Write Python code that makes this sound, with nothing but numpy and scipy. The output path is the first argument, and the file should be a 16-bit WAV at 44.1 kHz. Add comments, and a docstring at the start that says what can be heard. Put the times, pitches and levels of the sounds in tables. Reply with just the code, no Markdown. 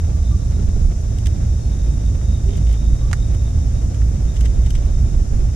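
"""Railway yard at dusk

Heard from the ballast, idling engines drone and beat over a low rumble. Some way off, a turntable
carrying a locomotive gets under way: its steel bridge knocks twice and its wheels whine faintly.
Close by, small stones click and grit ticks, crunches and rattles. Crickets scrape their trills in
the grass, and a breeze buffets the microphone now and then."""
import sys
import numpy as np
from scipy import signal
from scipy.fft import rfft, irfft, next_fast_len
from scipy.io import wavfile
from scipy.ndimage import uniform_filter1d

SR = 44100
rng = np.random.default_rng(int(sys.argv[2]) if len(sys.argv) > 2 else 0)


def wav_record(signal):
    """Record a signal, one row per channel, as 16-bit PCM in the file named by sys.argv[1]."""
    frames = np.transpose(np.atleast_2d(signal))
    bounded = np.clip(frames, -1, 1)
    # unit amplitude maps onto the largest positive 16-bit level
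    quanta = np.round(bounded * 32767).astype(np.int16)
    wavfile.write(sys.argv[1], SR, quanta)


N = 244755
TIME = np.arange(N) / SR
FFT_SIZE = 2 * next_fast_len(N // 2 + 1, True)
FREQ = np.maximum(np.arange(FFT_SIZE // 2 + 1) * SR / FFT_SIZE, 1)
TOP_HZ = 14900

# deep hums of the idling engines: f/Hz, waver/Hz
ENGINE_HUMS = [(53.8, 0.66), (58.9, 1.01), (73.3, 1.06), (79.5, 0.62), (110, 1.51)]
# fader moves of the hums: t/s, then level/dB of each hum from lowest to highest
HUM_FADERS = [(0.0, -28, -27.5, -31, -18, -32), (0.35, -21.5, -20.5, -22, -26, -29.5),
              (0.7, -20.5, -30, -27.5, -22.5, -29), (1.05, -23.5, -29, -30, -25.5, -30.5),
              (1.45, -25.5, -22, -23, -22.0, -25.5), (1.9, -17, -23, -26, -25.5, -32.5),
              (2.3, -25, -21, -29.5, -23.5, -29.0), (2.75, -15.5, -22.5, -39, -29.5, -34),
              (3.15, -20, -27, -28, -26.0, -27.5), (3.6, -20, -25.5, -23.5, -24.5, -25.5),
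              (4.0, -19, -20.5, -29.5, -29, -25), (4.45, -18, -17, -29.5, -34, -31),
              (5.0, -25, -20.5, -25, -25.5, -31.5), (5.55, -19.5, -27.5, -25.5, -37, -32)]
# engine overtones: f/Hz, mid-scene level/dB, waver/Hz, growth/(dB/s)
ENGINE_OVERTONES = [(138.3, -43.5, 2.6, 0), (150.4, -41.5, 2, -0.5), (188.6, -47, 3.9, -1.5),
                    (205, -45.5, 4.2, -0.4), (264.3, -54.5, 2.8, -1)]
# brief dips of the drone: centre t/s, length/s, depth/dB
DRONE_DIPS = [(1.8, 0.23, 3), (4.203, 0.11, 6.5), (5.21, 0.1, 4.5)]

# dull knocks of the turntable: t/s, level/dB
BRIDGE_KNOCKS = [(.591, -22.5), (.763, -23)]
# modes of its steel bridge: f/Hz, t60/s, level/dB
BRIDGE_MODES = [(346, 0.042, -5.5), (402, 0.063, -1.5), (610, 0.025, -7), (1370, 0.015, -9)]
# whines of its wheels: t/s, length/s, f/Hz, level/dB
WHEEL_WHINES = [(0, 0.92, 4020, -67), (0.086, 0.17, 1176, -56), (0.312, 0.044, 1176, -45),
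                (1.58, .11, 4280, -60), (2.433, 0.11, 396.5, -35), (3.015, 0.078, 1173, -48.5)]

# stone clicks and grit ticks: t/s, level/dB, pan left/dB, brightness/(dB/octave), scrape decay/s
STONE_CLICKS = [(3.113, -27, -12, -18, 0.0019), (3.1306, -13, -8.5, 0, 0.0015), (3.135, -32, 4, 9, 0.0014),
                (4.018, -35, 2, 0, 0.0033)]
GRIT_TICKS = [(1.185, -29.5, -3, -0.5, 0.002), (1.258, -30, -14, -2, 0.0042),
              (1.269, -22.5, -3, -2, 0.0021), (2.213, -34, -1, -14, 0.004), (2.568, -36, 0, 3, 0.0042),
              (2.572, -39, 3, 2, 0.0046), (2.7275, -33.5, 2, 1.5, .004), (3.113, -27, -1, -5, 0.0023),
              (3.346, -35.5, 1, -1, 0.0037), (3.944, -36.5, -10, -4, 0.0027)]
# tone colour of the clicks and ticks, mid ringing peaks and a bright 6-8 kHz edge:
# f/Hz, width/Hz, level/dB
CLICK_COLOUR = [(540, 160, -11), (810, 110, 1.5), (1160, 320, 2.5), (1420, 370, 9), (1850, 430, 7.5),
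                (2300, 260, 1.5), (2780, 240, -2.5), (4800, 1300, -6.5), (6280, 860, -3), (7080, 850, -3.5),
                (8950, 1300, -10), (12800, 2600, -25)]
TICK_COLOUR = [(1290, 610, -8), (2100, 410, 0), (2920, 320, 3), (3140, 250, 4.5), (3590, 300, 0.5),
               (5060, 1100, -2.5), (6300, 800, 0.5), (7800, 840, 0.5), (9700, 2600, -7.5),
               (13500, 2400, -14)]
# grit giving way: t/s, length/s, level/dB
GRIT_SLIDES = [(2.483, .1, -37.5), (2.664, .075, -37)]
# three-stroke rattles: t/s, level/dB
GRIT_RATTLES = [(4.3624, -30.5), (4.659, -31.5)]

# tones of the pulsed cricket trill: f/Hz, level/dB, wing strokes/(1/s)
CRICKET_TONES = [(3623, -2, 48), (3676, -1.5, 42), (3750, -1.5, 43), (3750, -5, 47)]
# fader moves of the cricket chorus: t/s, level/dB
CHORUS_FADER = [(0, -57.5), (.9, -61.5), (1.7, -57), (2.85, -53.5), (4.1, -63), (4.88, -56), (5.3, -66.5),
                (5.55, -60)]
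# chirps, short lifts of that chorus: centre t/s, boost/dB
CHIRP_ACCENTS = [(.26, 9), (1.575, 6), (1.73, 10), (1.93, 5), (2.34, 10), (2.65, 3), (2.79, 2.5), (3.06, 0),
                 (3.22, 7), (3.475, 10.5), (3.75, 7.5), (4.29, 7)]

# gusts on the microphone: t/s, hold/s, level/dB
WIND_GUSTS = [(0.56, 0.2, -18), (2.834, 0.061, -17.5), (3.683, 0.052, -20.5), (4.426, 0.87, -18.5)]
# EQ curves of wind buffet, ground rumble, far machinery and high hiss: f/Hz, level/dB
BUFFET_EQ = [(5, -33), (10, 22), (20, 15), (31, 22.5), (42, 21), (60, -18), (120, -60)]
RUMBLE_EQ = [(30, -2.5), (46, 0.5), (66, -7), (92, -2), (125, -8), (170, -13.5), (230, -19), (330, -27),
             (500, -44.5)]
MURMUR_EQ = [(120, 2.5), (250, -3.5), (390, 0.5), (500, -2), (660, -1.5), (950, -14), (1200, -14.5),
             (1700, -18), (2400, -21), (3300, -24), (4300, -26), (8000, -44)]
HISS_EQ = [(4300, -9.5), (5000, 1.5), (5700, 5.5), (6800, 4.5), (7700, 0.5), (8300, -4), (9600, -5.5),
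           (11800, -17.5), (13600, -15), (14800, -38)]
# stereo balance of these noise beds: f/Hz, left minus right/dB
BED_BALANCE = [(60, -4), (200, -3.5), (680, -3.5), (1000, -2), (1500, -1), (2500, -1), (4200, 2.5),
               (5500, 5), (7000, 4.5), (8500, -4.5), (12000, -0.5)]
# how alike their two sides are: f/Hz, correlation (-1..1)
BED_CORRELATION = [(60, 0.95), (130, 0.97), (290, 0.82), (630, -0.44), (1370, -0.04), (3000, 0.46),
                   (6550, -0.28), (14300, 0.29)]


def engines():
    """Deep hums come forward in turn and beat against each other under faint, steadier overtones."""
    times, *faders = np.transpose(HUM_FADERS)
    hums = sum(exhaust_tone(hz, waver_hz, np.interp(TIME, times, fader))
               for (hz, waver_hz), fader in zip(ENGINE_HUMS, faders))
    overtones = sum(exhaust_tone(hz, waver_hz, db + growth * (TIME - TIME.mean()))
                    for hz, db, waver_hz, growth in ENGINE_OVERTONES)
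    dip_db = sum(depth * bump(t, length) for t, length, depth in DRONE_DIPS)
    return (hums + overtones) * undb(-dip_db) * pan(-1.8)


def exhaust_tone(hz, waver_hz, db, swell_db=0.7):
    """One exhaust tone, its pitch and level wavering in the moving air."""
    cycles = np.cumsum(hz + waver_hz * drift(2.57)) / SR + rng.random()
    return np.sqrt(2) * undb(db + swell_db * drift(2.2)) * np.sin(2 * np.pi * cycles)


def bridge_knocks(attack_s=0.0021):
    """The turntable's steel bridge takes the load: two dull knocks, soft pushes on its low modes."""
    knocks = 0
    for t, db in BRIDGE_KNOCKS:
        age = np.maximum(TIME - t, 0)
        modes = sum(undb(mode_db - 60 * age / t60) * np.sin(2 * np.pi * hz * age)
                    for hz, t60, mode_db in BRIDGE_MODES)
        knocks += undb(db) * modes * (1 - np.exp(-age / attack_s))
    return knocks * pan(-7)


def wheel_whines(waver_hz=8, rough_db=3.0):
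    """Wheels sing briefly on the ring rail; their uneven grip makes pitch and level tremble."""
    tremble_hz = waver_hz * drift(34)
    grip = undb(rough_db * drift(45))
    whines = 0
    for start, length, hz, db in WHEEL_WHINES:
        progress = np.clip((TIME - start) / length, 0, 1)
        swell = np.sqrt(np.abs(np.sin(np.pi * progress)))
        whines += undb(db) * swell * grip * np.sin(2 * np.pi * np.cumsum(hz + tremble_hz) / SR)
    return shed_echoes(whines) * pan(-4.5)


def shed_echoes(x, predelay_s=0.046, decay_s=0.049, wet_db=-5.5):
    """The sheds scatter a far sound back, nearest wall first, differently on each side."""
    age = np.arange(SR // 2) / SR
    returns = rng.standard_normal((2, len(age))) * np.exp(-age / decay_s) * (age > predelay_s)
    response = rfft(unit_rms(returns), FFT_SIZE) / np.sqrt(len(age))
    return x + undb(wet_db) * eq(x, response)


def stone_clicks():
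    """Small stones knock together close by, with a woody ring."""
    return sum(snap(t, bright, decay_s, CLICK_COLOUR, blow_db=13, tail_db=-14.5, scrape_db=-6.5)
               * undb(db) * pan(pan_db) for t, db, pan_db, bright, decay_s in STONE_CLICKS)


def grit_ticks():
    """Grains of grit slip under load, each a small, scratchy tick."""
    return sum(snap(t, bright, decay_s, TICK_COLOUR, blow_db=9.5, tail_db=-15.5)
               * undb(db) * pan(pan_db) for t, db, pan_db, bright, decay_s in GRIT_TICKS)


def grit_slides(gap_s=0.023, decay_s=0.0085, scatter_db=1, jitter_s=0.0024):
    """Loose grit shifts in uneven runs of short, ringing crunches, a little to the left."""
    slips = 0
    for start, length, db in GRIT_SLIDES:
        for t in np.arange(start, start + length, gap_s):
            late, strength = rng.uniform(-1, 1, 2)
            crunch = scrape(t + jitter_s * late, decay_s, spiky_db=6, attack_s=0.0012)
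            slips += undb(db + scatter_db * strength) * crunch
    contact = eq(slips, resonance(hz=3600, width_hz=5200))  # fine grit favours the upper mids
    return colour(contact, TICK_COLOUR, bright=-3) * pan(1.1)


def rattles(gap_s=0.045, last_accent_db=3.5, snap_db=2.5, drag_db=-14, drag_s=0.017, grain_db=5):
    """Something loose rocks and drags on the grit: a soft scrape, a crisp snap, a firmer scrape."""
    slips, snaps = 0, 0
    grains = unit_rms(rng.standard_normal((2, N)) * undb(grain_db * rng.standard_normal(N)))
    for start, db in GRIT_RATTLES:
        first, middle, last = start + gap_s * np.arange(3)
        for t, accent_db in ((first, 0), (last, last_accent_db)):
            drag = undb(db + drag_db) * grains * np.exp(-np.abs(TIME - t) / drag_s)
            stroke = scrape(t, decay_s=0.0068, spiky_db=0, attack_s=0.0039)
            slips += drag + undb(db + accent_db) * stroke
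        crack = snap(middle, bright=-0.5, decay_s=0.0053, peaks=TICK_COLOUR, blow_db=6, tail_db=-28)
        snaps += undb(db + snap_db) * crack
    return colour(slips, TICK_COLOUR, bright=-3) * pan(1.7) + snaps * pan(3)


def snap(t, bright, decay_s, peaks, blow_db, tail_db, scrape_db=-1, tail_s=0.0084):
    """A sharp blow and a short scrape, coloured by the peaks; the ballast scatters a brief tail."""
    blow = undb(blow_db) * signal.unit_impulse(N, int(t * SR))
    scuff = undb(scrape_db) * scrape(t, decay_s, spiky_db=-5.5)
    tail = undb(tail_db) * scrape(t, tail_s, spiky_db=6)
    return colour(blow + scuff + tail, peaks, bright)


def scrape(start, decay_s, spiky_db, attack_s=0.001):
    """A contact breaks into many tiny slips and dies away, in stereo."""
    age = np.arange(SR // 10) / SR
    slips = rng.standard_normal((2, len(age))) * undb(spiky_db * rng.standard_normal(len(age)))
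    force = np.exp(-age / decay_s) * (1 - np.exp(-age / attack_s))
    burst = unit_rms(slips * force) * np.sqrt(np.mean(force ** 2))
    return np.pad(burst, ((0, 0), (int(start * SR), N)))[:, :N]


def colour(contact, peaks, bright):
    """Colour a contact with resonant peaks; bright (dB/octave) tilts up if hard, down if soft."""
    tone = sum((-1) ** k * undb(db) * resonance(hz, width) for k, (hz, width, db) in enumerate(peaks))
    octaves = np.log2(np.clip(FREQ, 500, TOP_HZ) / 2000)
    return eq(contact, unit_rms(tone * undb(bright * octaves)))


def crickets(wander_db=3.5, swell_db=0.8, trim_db=-1.5, waver_hz=6, flutter=0.78, chirp_s=0.05):
    """Each tone of the trill is scraped in quick, uneven strokes; the chorus swells and ebbs together."""
    chorus = 0
    for hz, db, stroke_rate in CRICKET_TONES:
        wing_cycles = np.cumsum(stroke_rate + 7 * drift(20)) / SR
        strokes = np.sin(np.pi * wing_cycles) ** 2 * (1 + flutter * drift(110))
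        tone = np.sin(2 * np.pi * np.cumsum(hz + waver_hz * drift(45)) / SR)
        chorus += undb(db + wander_db * drift(11)) * (0.36 + strokes) * tone
    chorus = unit_rms(chorus * undb(swell_db * drift(6.3)))
    fader_db = np.interp(TIME, *np.transpose(CHORUS_FADER))
    chirp_db = sum(db * bump(t, chirp_s) for t, db in CHIRP_ACCENTS)
    return chorus * undb(fader_db + chirp_db + trim_db) * pan(-2.6)


def wind(calm_db=-28.5, attack_s=0.11, release_s=0.084):
    """Eddies press on the microphone: a light breeze, and gusts that build, hold and die away."""
    eddies = noise_bed(BUFFET_EQ)
    levelled = eddies / np.sqrt(uniform_filter1d(np.mean(eddies ** 2, axis=0), SR // 5))
    power = undb(calm_db) ** 2
    for start, hold, db in WIND_GUSTS:
        rise = np.clip((TIME - start) / attack_s, 0, 1)
        fall = np.exp(-np.maximum(TIME - start - attack_s - hold, 0) / release_s)
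        power += (undb(db) * rise * fall) ** 2
    return levelled * np.sqrt(power)


def yard_ambience(rumble_db=-21.5, murmur_db=-39, hiss_db=-46, flutter_db=1.5):
    """Ground-borne rumble, the far murmur of machinery and a smooth high hiss."""
    rumble = noise_bed(RUMBLE_EQ) * undb(rumble_db + flutter_db * drift(4.3))
    build_db = np.linspace(-0.6, 0.6, N)  # the murmur grows as the turntable gets under way
    murmur = noise_bed(MURMUR_EQ) * undb(murmur_db + 1.38 * drift(23) + build_db)
    return rumble + murmur + noise_bed(HISS_EQ) * undb(hiss_db)


def noise_bed(spectrum):
    """Diffuse stereo noise: nearly mono in the bass, wide higher up."""
    octaves_outside = np.abs(np.log2(FREQ / np.clip(FREQ, spectrum[0][0], spectrum[-1][0])))
    gain = undb(freq_curve(spectrum) - 24 * octaves_outside)  # 24 dB an octave past the curve's ends
    alike = np.clip(freq_curve(BED_CORRELATION), -1, 1)
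    mid = eq(rng.standard_normal(N), gain * np.sqrt(1 + alike))
    side = eq(rng.standard_normal(N), gain * np.sqrt(1 - alike))
    balance_db = freq_curve(BED_BALANCE)
    channel_gains = undb(np.array([balance_db, -balance_db]) / 2)
    return unit_rms(eq(np.array([mid + side, mid - side]), channel_gains))


def freq_curve(points):
    """Join (f/Hz, value) points on a log-frequency axis."""
    hz, value = np.transpose(points)
    return np.interp(np.log(FREQ), np.log(np.maximum(hz, 1)), value)


def eq(x, gain):
    """Filter by a gain for each frequency."""
    return irfft(rfft(x, FFT_SIZE) * gain, FFT_SIZE)[..., :N]


def resonance(hz, width_hz):
    """One resonant peak, gain 1 at its centre."""
    return 1 / (1 + 1j * (FREQ ** 2 - hz ** 2) / (FREQ * width_hz))


def drift(rate_hz):
    """Smooth random modulation of rms 1, rolling off above rate_hz."""
    return unit_rms(eq(rng.standard_normal(N), np.exp(-(FREQ / rate_hz) ** 2 / 2) * (FREQ > 1)))


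def bump(centre, length):
    """A smooth rise to 1 and back."""
    return np.exp(-(2 * (TIME - centre) / length) ** 2)


def pan(db):
    """Channel gains for a left minus right level."""
    return undb(np.array([[db], [-db]]) / 2)


def undb(db):
    """Decibels to gain."""
    return 10 ** (np.asarray(db) / 20)


def unit_rms(x):
    """Scale to rms 1."""
    return x / np.sqrt(np.mean(np.abs(x) ** 2))


def scene():
    """The full mix, heard from the track bed."""
    drone = engines()
    background = yard_ambience() + wind() + crickets()
    ballast = stone_clicks() + grit_ticks() + grit_slides() + rattles()
    turntable = bridge_knocks() + wheel_whines()
    return drone + turntable + ballast + background


def record(dry):
    """A steep low-pass takes the very top off the mix."""
    return signal.sosfilt(signal.ellip(10, 0.2, 70, TOP_HZ, fs=SR, output="sos"), dry)


dry = scene()
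out = record(dry)
wav_record(out)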